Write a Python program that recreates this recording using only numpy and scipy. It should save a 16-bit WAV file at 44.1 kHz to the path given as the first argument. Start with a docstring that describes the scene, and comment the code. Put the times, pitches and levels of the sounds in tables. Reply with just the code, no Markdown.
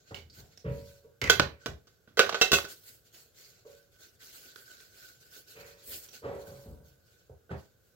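"""Knocks and a scrape lead: a plastic perfume bottle is set down on a bathroom counter near the
microphone and a metal spray can picked up; each is noisy clatter twice over, plus basin and can modes.
Hair, cloth and hand rub as the can is gripped and waved about (coloured slip noise), with soft hisses.
Plastic clicks are resonant ticks; bumps, dull to hard, boom in the cabinet and add low booms and tails
to some knocks and clicks. Decaying noise is the small hard room; faint steady noise is its quiet."""
import sys
import numpy as np
from scipy import signal
from scipy.fft import rfft, irfft, next_fast_len
from scipy.io import wavfile
from scipy.ndimage import uniform_filter1d

SR = 44100
rng = np.random.default_rng(int(sys.argv[2]) if len(sys.argv) > 2 else 0)


def transcribe(u):
    """Save the signal u as a 16-bit wav file named by the first command-line argument.

    u: samples, shape (n,) or (channels, n), limited to [-1, 1]; the rate is SR.
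    q: integer samples, one column per channel.
    """
    v = np.clip(np.atleast_2d(u).T, -1, 1)
    q = np.round(v * 32767).astype(np.int16)
    wavfile.write(sys.argv[1], SR, q)


N = 350595
T_S = np.arange(SR * 3 // 4) / SR  # clock for short sounds

# rubbing strokes, hair, cloth, a hand gripping the can:
#   (start [s], length [s], rub level [dB], hiss re rub [dB])
STROKES = [(0.0, 0.0074, -69, -21.5), (0.054, 0.067, -62.5, -9), (0.321, 0.087, -59, -1.5),
           (0.468, 0.12, -68.5, -9), (0.626, 0.31, -63.5, 1), (1.59, 0.093, -62, -13.5),
           (1.893, .05, -74.5, -4.5), (2.36, 0.064, -49.5, -4), (2.671, 0.049, -53.5, 3.5),
           (2.823, 0.075, -57.5, 5.5), (3.032, .06, -67.5, 0), (3.122, 0.058, -57.5, 1.5),
           (3.334, 0.13, -57.5, -0.5), (3.503, 0.083, -67, -6), (3.646, 0.076, -61.5, -1),
           (3.754, .03, -68.5, 1), (3.902, .06, -69, 0), (3.98, 0.072, -60, -0.5), (4.185, 0.11, -56, -0.5),
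           (4.314, 0.067, -54, 4), (4.38, 0.14, -58.5, -1), (4.537, 0.078, -59.5, 4.5),
           (4.622, 0.13, -58, -1), (4.792, 0.074, -60, 1), (4.887, 0.21, -57.5, 0), (5.191, 0.047, -60, 1),
           (5.279, 0.12, -58.5, 2), (5.463, 0.05, -55.5, 1.5), (5.53, 0.17, -59, -0.5),
           (5.716, 0.15, -62, -2), (5.82, 0.14, -55.5, 12), (5.899, 0.045, -47, 4.5),
           (6.027, .03, -58.5, -4), (6.123, 0.024, -55, -1), (6.26, 0.37, -63, 3), (6.655, 0.098, -74.5, 7),
           (6.83, 0.067, -69, 3), (6.956, .26, -72.5, -1), (7.546, .09, -68, -1), (7.7, .25, -80.5, 4.5)]
# rub spectrum: (frequency [Hz], density [dB per Hz])
RUB_SPECTRUM = [(150, -33), (250, -12), (279, -19.5), (351, -8), (567, -11.5), (1020, -19.5), (1500, -13.5),
                (1670, -10), (2340, -10), (4280, -7), (5230, -10.5), (7230, -8.5), (10000, -27.5),
                (13000, -53), (22000, -120)]
# hiss spectrum: (frequency [Hz], density [dB per Hz])
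HISS_SPECTRUM = [(3000, -63.5), (8000, -3), (11000, -4), (15500, -1)]
# basin ring re rubbing: (time [s], level [dB])
BASIN_RING_LEVELS = [(0.1, -8.5), (.7, -14), (1.65, -0.5), (2.9, -10), (3.4, -21), (3.8, -2), (4.05, -6),
                     (4.35, -11.5), (4.55, -2), (5.6, -5.5), (5.92, -18), (6.4, -9), (7.2, -3.5),
                     (7.9, -6.5)]
# room quiet spectrum: (frequency [Hz], density [dB per Hz])
AIR_SPECTRUM = [(15, -42.5), (25, -8), (114, 0.5), (263, -16), (463, -6), (936, -23), (1330, -17),
                (1520, -9), (1790, -24), (6560, -24), (9070, -29.5), (14800, -24), (16000, -24)]
# bumps, dull to hard, with the low booms and tails of some knocks and clicks:
#   (time [s], level [dB], bass [dB], hardness at 2.5 kHz [dB], cabinet ring [dB], rise [s], t60 [s])
BUMPS = [(0.108, -44.5, -1.5, 0, -9, 0.0031, 0.17), (0.15, -74.5, 25, -15, -20, 0.0025, 1),
         (0.359, -58, 6.5, -16, -8, 0.033, 0.46), (0.641, -50.5, 19, 20, 15.5, 0.022, 0.45),
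         (1.035, -70.5, 6, -11.5, 18, 0.013, 0.22), (1.214, -37.5, 3.5, 26, -2.5, 0.0047, 0.61),
         (1.401, -56.5, 21.5, 0, -17, .004, 0.21), (1.674, -48, 7.5, -2, -8, 0.0053, 0.13),
         (2.510, -49.5, 11, -4, 16, 0.0076, 0.16), (3.645, -61, -15, 2, 12.5, 0.01, 0.34),
         (5.547, -54.5, -2.5, 25, 6.5, 0.024, 0.74), (5.869, -66, 10, 3.5, 12, 0.015, 0.31),
         (6.219, -35.5, -8, 2, 1.5, 0.035, 0.66), (6.471, -50.5, 3, 2, 0, 0.0056, 0.7),
         (6.652, -53.5, 11, -13, 2, 0.0062, 0.7), (7.295, -55, 4, -20, -2, 0.00356, .08),
         (7.498, -38.5, 1, 3, -13, 0.019, 0.14)]
# bump thud spectrum: (frequency [Hz], density [dB per Hz])
THUD_SPECTRUM = [(60, -11), (200, -8), (400, 2.5), (700, -2.5), (1100, -3.5), (1600, -8.5), (2700, -22.5),
                 (5000, -29.5), (12000, -44)]
# bump boom spectrum: (frequency [Hz], density [dB per Hz])
BOOM_SPECTRUM = [(25, -24), (50, -1.5), (75, 1), (130, -2), (200, -10.5), (320, -18.5), (700, -35.5),
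                 (2000, -73.5)]
# cabinet modes ringing freely: (frequency [Hz], level [dB], t60 [s])
CABINET_MODES = [(412, -4, .38), (438, -3, .45), (462, 0, .55), (478, -5, .45), (500, -7, .35),
                 (560, -9, .85), (598, -11, .7), (960, -16, .6), (1130, -17, .5)]
# light plastic clicks: (time [s], level [dB], pitch [Hz], ring [dB], t60 [s])
CLICKS = [(.1450, -51.5, 2950, 8, 0.013), (0.148, -46, 2230, -4, 0.19), (0.299, -69, 4600, 14, 0.11),
          (0.5752, -57, 5300, 3, 0.028), (1.2155, -36.5, 2040, 4.5, 0.051), (1.241, -38.5, 2010, 6, 0.012),
          (1.2538, -54, 2040, 6, 0.05), (1.275, -50, 1960, 18, 0.028), (3.145, -58, 4460, -14, 0.076),
          (4.559, -53, 1470, 3, 0.041), (4.802, -56, 4180, -17, 0.047), (6.087, -55.5, 5770, -1, 0.057)]
# click spectrum: (frequency [Hz], density [dB per Hz])
CLICK_SPECTRUM = [(100, -7.5), (450, 4), (800, -10.5), (1400, -5), (4500, 1.5), (7000, -8), (9500, -19),
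                  (15000, -14)]
# blows and a scrape on the counter: (time [s], level [dB], bass [dB], hardness at 9 kHz [dB],
#   basin ring [dB], can ring [dB], favoured pitch [Hz], second-contact clatter t60 [s],
#   second contact re first [dB])
KNOCKS = [(1.2980, -17.5, -3.5, 2.5, 4.5, -1.5, 3300, 0.064, -4),
          (1.3971, -14.5, 5, -15.5, -7.5, -23, 3900, 0.03, -9),
          (1.66, -31.5, 0, -5, -3.5, -30, 6000, 0.06, -4.5),
          (1.871, -62.5, -1, 2.5, -5, -3, 5200, 0.16, -3), (2.076, -62, 16, -10, 5, -13.5, 3580, 0.48, 0.5),
          (2.1720, -31.5, -25.5, -3, 2.5, -4.5, 1900, 0.24, 0),
          (2.1932, -12.5, -13.5, -7, -2, -11, 3500, 0.059, -7.5),
          (2.263, -38.5, 4, -6, -5.5, -10, 1200, 0.24, -12.5),
          (2.2931, -26.5, -13, -7.5, -8.5, -14.5, 2000, 0.063, -15),
          (2.3260, -32, -9, -20.5, -15, -17, 2000, 0.047, -2.5),
          (2.345, -25.5, -15.5, -14.5, -3.5, -10, 3860, .13, -10.5),
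          (2.4137, -18.5, -14, -2, -6, 1.5, 2800, 0.092, -3.5),
          (2.5180, -26, -21, 7, -1.5, 5.5, 2660, 0.086, -22),
          (2.531, -24.5, -2, 8, 3.5, 6, 2650, 0.18, -2.5),
          (2.586, -30, -8, -10, -7.5, -25, 2600, 0.025, -7),
          (2.6450, -44.5, -4, -1, 3.5, -8, 2600, .085, 2), (7.494, -67, 7, -39, 17, -19, 1087, .05, -6.5)]
# clatter spectrum: (frequency [Hz], density [dB per Hz])
CLATTER_SPECTRUM = [(40, -18.5), (90, -8.5), (250, -2.5), (450, -4.5), (700, -3), (900, -5.5), (1300, 1.5),
                    (2200, -7.5), (3500, -4), (6000, -5.5), (9000, -19), (15000, -19.5)]
# counter and basin modes: (frequency [Hz], level [dB], t60 [s])
BASIN_MODES = [(406.7, -16, 0.3), (393, -10, 0.099), (460.3, -2, 0.12), (575, -11, 0.082), (672, -11, 0.1),
               (1182, -12.5, 0.13), (1388, -8.5, 0.11), (1457, -1, .05), (1495, 4, .11)]
# metal can modes: (frequency [Hz], level [dB], t60 [s])
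CAN_MODES = [(1118.6, -7, .05), (1876, -7.5, .09), (2090, -11, 0.15), (2610, -3.5, 0.032),
             (2660, -3, 0.075), (2950, -13.5, .09), (3047, -11, 0.019), (3285, -3, .07), (3473, -2.5, .08),
             (3840, -0.5, 0.05), (3932, -9, 0.15), (4320, -11, 0.19), (4480, -8.5, 0.094),
             (4670, -3.5, 0.062), (4980, -9, 0.061), (5680, -6.5, .08), (5780, -11, 0.029), (6400, -8, .08),
             (6910, -13.5, 0.11), (7580, -10.5, 0.088)]
# room decay: (frequency [Hz], t60 [s])
ROOM_DECAY = [(100, 0.22), (500, 0.27), (1500, 0.22), (4000, 0.23), (8000, 0.19), (15000, 0.3)]
# room colour: (frequency [Hz], gain [dB])
ROOM_COLOUR = [(60, 1), (300, 0.5), (460, 2.5), (850, 3), (1300, -2.5), (1500, -0.5), (1750, 2.5),
               (4500, 0), (9000, 2), (15000, -1.5)]
# left microphone port: (frequency [Hz], gain [dB])
LEFT_PORT = [(300, 4.5), (620, 0), (850, -4), (1100, -0.5), (1500, -2.5), (1900, -1.5), (2350, -3),
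             (3000, 0), (6000, -1.5), (7800, 5), (9200, -1), (12000, 4), (15500, -4.5)]
# right microphone port: (frequency [Hz], gain [dB])
RIGHT_PORT = [(300, 4), (700, 3.5), (1000, -1), (1350, 1), (1510, 1.5), (1700, 0), (4000, 1), (7200, 0.5),
              (8600, -18.5), (10500, -0.5), (13500, 2), (15200, 3)]


def amp(db):
    """Decibels to gain."""
    return 10 ** (np.asarray(db) / 20)


def unit(x):
    """Scales to an rms of one."""
    return x / np.sqrt(np.mean(x ** 2) + 1e-20)


def blow(x):
    """Scales a short sound to the energy of 10 ms at an rms of one."""
    return x / np.sqrt(np.mean(x ** 2) * x.shape[-1] / (SR / 100) + 1e-20)


def read(points, hz):
    """Joins points by straight lines over log frequency."""
    f_hz, value = np.transpose(points)
    return np.interp(np.log(hz + 1), np.log(f_hz + 1), value)


def add(mix, time_s, sound):
    """Mixes a sound in at time_s."""
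    part = mix[:, max(round(time_s * SR), 0):][:, :sound.shape[-1]]
    part += sound[..., :part.shape[1]]


def colour(x, points, size=4096):
    """Minimum-phase filter with the given spectrum; attacks stay sharp."""
    hz = abs(np.fft.fftfreq(size, 1 / SR))
    log_gain = np.log(amp(read(points, hz)))
    spectrum = np.exp(np.conj(signal.hilbert(log_gain)))
    taps = np.fft.ifft(spectrum).real[:size // 2]
    return signal.fftconvolve(x, taps[None], axes=1)[:, :x.shape[1]]


def noise(length, same):
    """White noise at two ports; same is the shared part of the power."""
    z = rng.standard_normal((3, length))
    return np.sqrt(same) * z[0] + np.sqrt(1 - same) * z[1:]


def resonate(x, hz, width_hz):
    """One resonance of peak gain one."""
    return signal.lfilter(*signal.iirpeak(hz, hz / width_hz, SR), x)


def ring(modes, t_s, scatter_db):
    """Dying modes; each call reweights, flips and slightly detunes them."""
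    total = 0
    for hz, db, t60_s in modes:
        gain = amp(db + scatter_db * rng.standard_normal()) * rng.choice([-1, 1])
        tuned_hz = hz * (1 + .004 * rng.standard_normal())
        total = total + gain * amp(-60 * t_s / t60_s) * np.sin(2 * np.pi * tuned_hz * t_s)
    return blow(total)


def late(x, lag_s):
    """Delays the left port by lag_s (advances it, if negative)."""
    size = 2 * next_fast_len(N // 2 + 1)
    delay = np.exp(-2j * np.pi * np.fft.rfftfreq(size, 1 / SR) * lag_s)
    return np.array([irfft(rfft(x[0], size) * delay)[:N], x[1]])


def air(level_db=-69.5):
    """The quiet of the room: steady coloured noise."""
    return amp(level_db) * unit(colour(noise(N, same=0.2), AIR_SPECTRUM))


def patchy(x, depth_db, bins=7, frames=5):
    """The colour drifts in time-frequency patches as the rubbing surfaces shift."""
    z = signal.stft(x, SR, nperseg=512)[2]
    patches = uniform_filter1d(rng.standard_normal(z.shape[1:]), bins, 0)
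    patches = unit(uniform_filter1d(patches, frames, 1))
    return unit(signal.istft(z * amp(depth_db * patches), SR, nperseg=512)[1][:, :N])


def slipping(grains_per_s=900, grain_db=-7):
    """Friction: tiny slips as noise plus sparse larger ones, left port first."""
    size_db = 3 * np.minimum(rng.exponential(1, N), 3)
    grains = (rng.random(N) < grains_per_s / SR) * amp(size_db)
    slips = noise(N, same=0.13) + amp(grain_db) * unit(grains * noise(N, same=0.24))
    return late(patchy(slips, depth_db=2.5), lag_s=-.00023)


def stroke(t_s, start_s, length_s, swell_share=0.45, release_t60_s=0.45):
    """A stroke swells over a share of its length, holds, then dies."""
    swell = np.clip((t_s - start_s) / (swell_share * length_s), 0, 1)
    return swell * amp(-60 * np.maximum(t_s - start_s - length_s, 0) / release_t60_s)


def rustle(cloth_db=-9, waver_db=2.04, waver_s=0.031):
    """Hair, cloth and hand rub under uneven pressure; the basin rings along, and strokes hiss."""
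    t_s, slips = np.arange(N) / SR, slipping()
    body = unit(colour(slips, RUB_SPECTRUM)) + amp(cloth_db) * unit(resonate(slips, 4200, 738.6))
    hiss = unit(colour(slips, HISS_SPECTRUM))
    basin = unit(resonate(resonate(slips, 1515, 50.1), 1515, 985))
    basin_gain = amp(np.interp(t_s, *np.transpose(BASIN_RING_LEVELS)))

    # stroke powers add, on a coarse clock
    slow_s = t_s[::SR // 1000]
    _, _, rub_db, hiss_db = np.transpose(STROKES)
    power = np.array([stroke(slow_s, start_s, length_s) for start_s, length_s, _, _ in STROKES]) ** 2
    rubbing = np.interp(t_s, slow_s, np.sqrt(amp(rub_db) ** 2 @ power))
    hissing = np.interp(t_s, slow_s, np.sqrt(amp(rub_db + hiss_db) ** 2 @ power))

    knots_s = np.arange(0, t_s[-1], waver_s)
    pressure = amp(waver_db * np.interp(t_s, knots_s, rng.standard_normal(len(knots_s))))
    out = rubbing * (body + basin_gain * basin) + hissing * hiss
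    return pressure * out * amp([[-.4], [.4]])


def bumps(full_ring_s=0.51):
    """Bumps, dull to hard, and booms and tails of some knocks and clicks: thud, boom, cabinet ring."""
    out = np.zeros((2, N))
    for time_s, db, bass_db, hard_db, ring_db, rise_s, t60_s in BUMPS:
        # at t60 = full_ring_s the cabinet rings freely; other t60s scale its decay in proportion
        stretch = t60_s / full_ring_s
        t_s = T_S[:round(SR * np.clip(1.1 * max(stretch, t60_s), .25, .75))]
        onset = np.minimum(t_s / rise_s, 1)
        push = onset * amp(-60 * np.maximum(t_s - rise_s, 0) / t60_s)

        thud = blow(colour(push * noise(len(t_s), same=0.88), THUD_SPECTRUM))
        thud = colour(thud, [(800, 0.011), (2500, hard_db), (6000, 0)])
        boom = blow(colour(push * noise(len(t_s), same=1.0), BOOM_SPECTRUM))
        modes = [(hz, mode_db, stretch * decay_s) for hz, mode_db, decay_s in CABINET_MODES]
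        hollow = blow(onset * ring(modes, t_s, scatter_db=0.94))
        add(out, time_s, amp(db) * (thud + amp(bass_db) * boom + amp(ring_db) * hollow))
    return late(out, lag_s=-0.00026)


def clicks(contact_db=-11.5):
    """Plastic ticks: a noise burst and impulse through one hollow, quickly damped resonance."""
    out = np.zeros((2, N))
    contact = amp(contact_db) * blow(1. * (T_S == 0))
    for time_s, db, hz, ring_db, t60_s in CLICKS:
        force = blow(noise(len(T_S), same=0.39) * amp(-60 * T_S / t60_s)) + contact
        hollow = blow(resonate(force, hz, hz / 20))
        add(out, time_s, amp(db) * (blow(colour(force, CLICK_SPECTRUM)) + amp(ring_db) * hollow))
    return out * amp([[-2], [1.2]])


def knock_contact(t_s, modes, bass_db, hard_db, basin_db, can_db, t60_s, contact_db=-6):
    """Impulse and clatter drive the can modes; the basin rings beside them."""
    fade = amp(-60 * t_s / t60_s)
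    force = blow(noise(len(t_s), same=.5) * fade) + amp(contact_db) * blow(1. * (t_s == 0))
    clatter = blow(colour(force, CLATTER_SPECTRUM))
    clatter = colour(clatter, [(220, bass_db), (500, 0.0038), (3000, 0), (9000, hard_db)])
    can_ring = ring(modes, t_s, scatter_db=0.85)
    can = blow(signal.fftconvolve(force * fade, can_ring[None], axes=1)[:, :len(t_s)])
    basin = ring(BASIN_MODES, t_s, scatter_db=0.89)
    return clatter + amp(basin_db) * basin + amp(can_db) * can


def knocks(spot_db=8, spot_width=.16, rock_s=0.0055, first_share=.6):
    """Blows and a scrape, two contacts each: a base lands on its edge and rocks flat rock_s later."""
    out, t_s = np.zeros((2, N)), T_S[:SR // 4]
    for time_s, db, bass_db, hard_db, basin_db, can_db, spot_hz, t60_s, second_db in KNOCKS:
        # the spot touched brings out can modes near one pitch
        modes = []
        for hz, mode_db, decay_s in CAN_MODES:
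            boost_db = spot_db * np.exp(-(np.log(hz / spot_hz) / spot_width) ** 2)
            modes.append((hz, mode_db + boost_db, decay_s))
        edge = knock_contact(t_s, modes, bass_db, hard_db, basin_db, can_db, first_share * t60_s)
        # second contact: harder, less basin, more can
        flat = knock_contact(t_s, modes, bass_db, hard_db + 3, basin_db - 5.5, can_db + 2.5, t60_s)
        add(out, time_s, amp(db) * edge)
        add(out, time_s + rock_s, amp(db + second_db) * flat)
    return late(out, lag_s=.00011) * amp([[-2.2], [1.2]])


def room(x, gap_s=0.01):
    """Dense reflections from near walls, each band dying at its own speed."""
    hz, t_s, z = signal.stft(noise(len(T_S), same=0.077), SR, nperseg=256)
    decay = amp(-60 * t_s / read(ROOM_DECAY, hz)[:, None])
    tail = signal.istft(z * decay, SR, nperseg=256)[1][:, :len(T_S)]
    tail = tail * np.clip(T_S / gap_s - 1, 0, 1)  # silent for gap_s, then fades in over gap_s
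    tail = colour(tail / np.linalg.norm(tail[0]), ROOM_COLOUR)
    return signal.fftconvolve(x, tail, axes=1)[:, :N]


def scene():
    """Near knocks are fairly dry; clicks and bumps carry more of the room."""
    quiet, rubbing = air(), rustle()
    bumping, light, near = bumps(), clicks(), knocks()
    echo = room(amp(-9.5) * near + amp(-3) * light + amp(-2.5) * bumping)
    return near + light + bumping + echo + rubbing + quiet


def record(dry, mono_hz=450, rumble_hz=42, edge_hz=16100):
    """Long waves reach the ports more alike; port colours, soft saturation and band limits follow."""
    lowpass = signal.butter(1, mono_hz, fs=SR, output="sos")
    long_side = signal.sosfiltfilt(lowpass, (dry[0] - dry[1]) / 2)
    ports = dry + 0.47 * np.array([-long_side, long_side])
    heard = np.vstack([colour(ports[:1], LEFT_PORT), colour(ports[1:], RIGHT_PORT)])
    heard = signal.sosfilt(signal.butter(2, rumble_hz, "high", fs=SR, output="sos"), heard)
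    band_limit = signal.firwin(401, edge_hz, window=("kaiser", 9), fs=SR)
    return signal.oaconvolve(np.tanh(heard), band_limit[None], "same")


dry = scene()
out = record(dry)
transcribe(out)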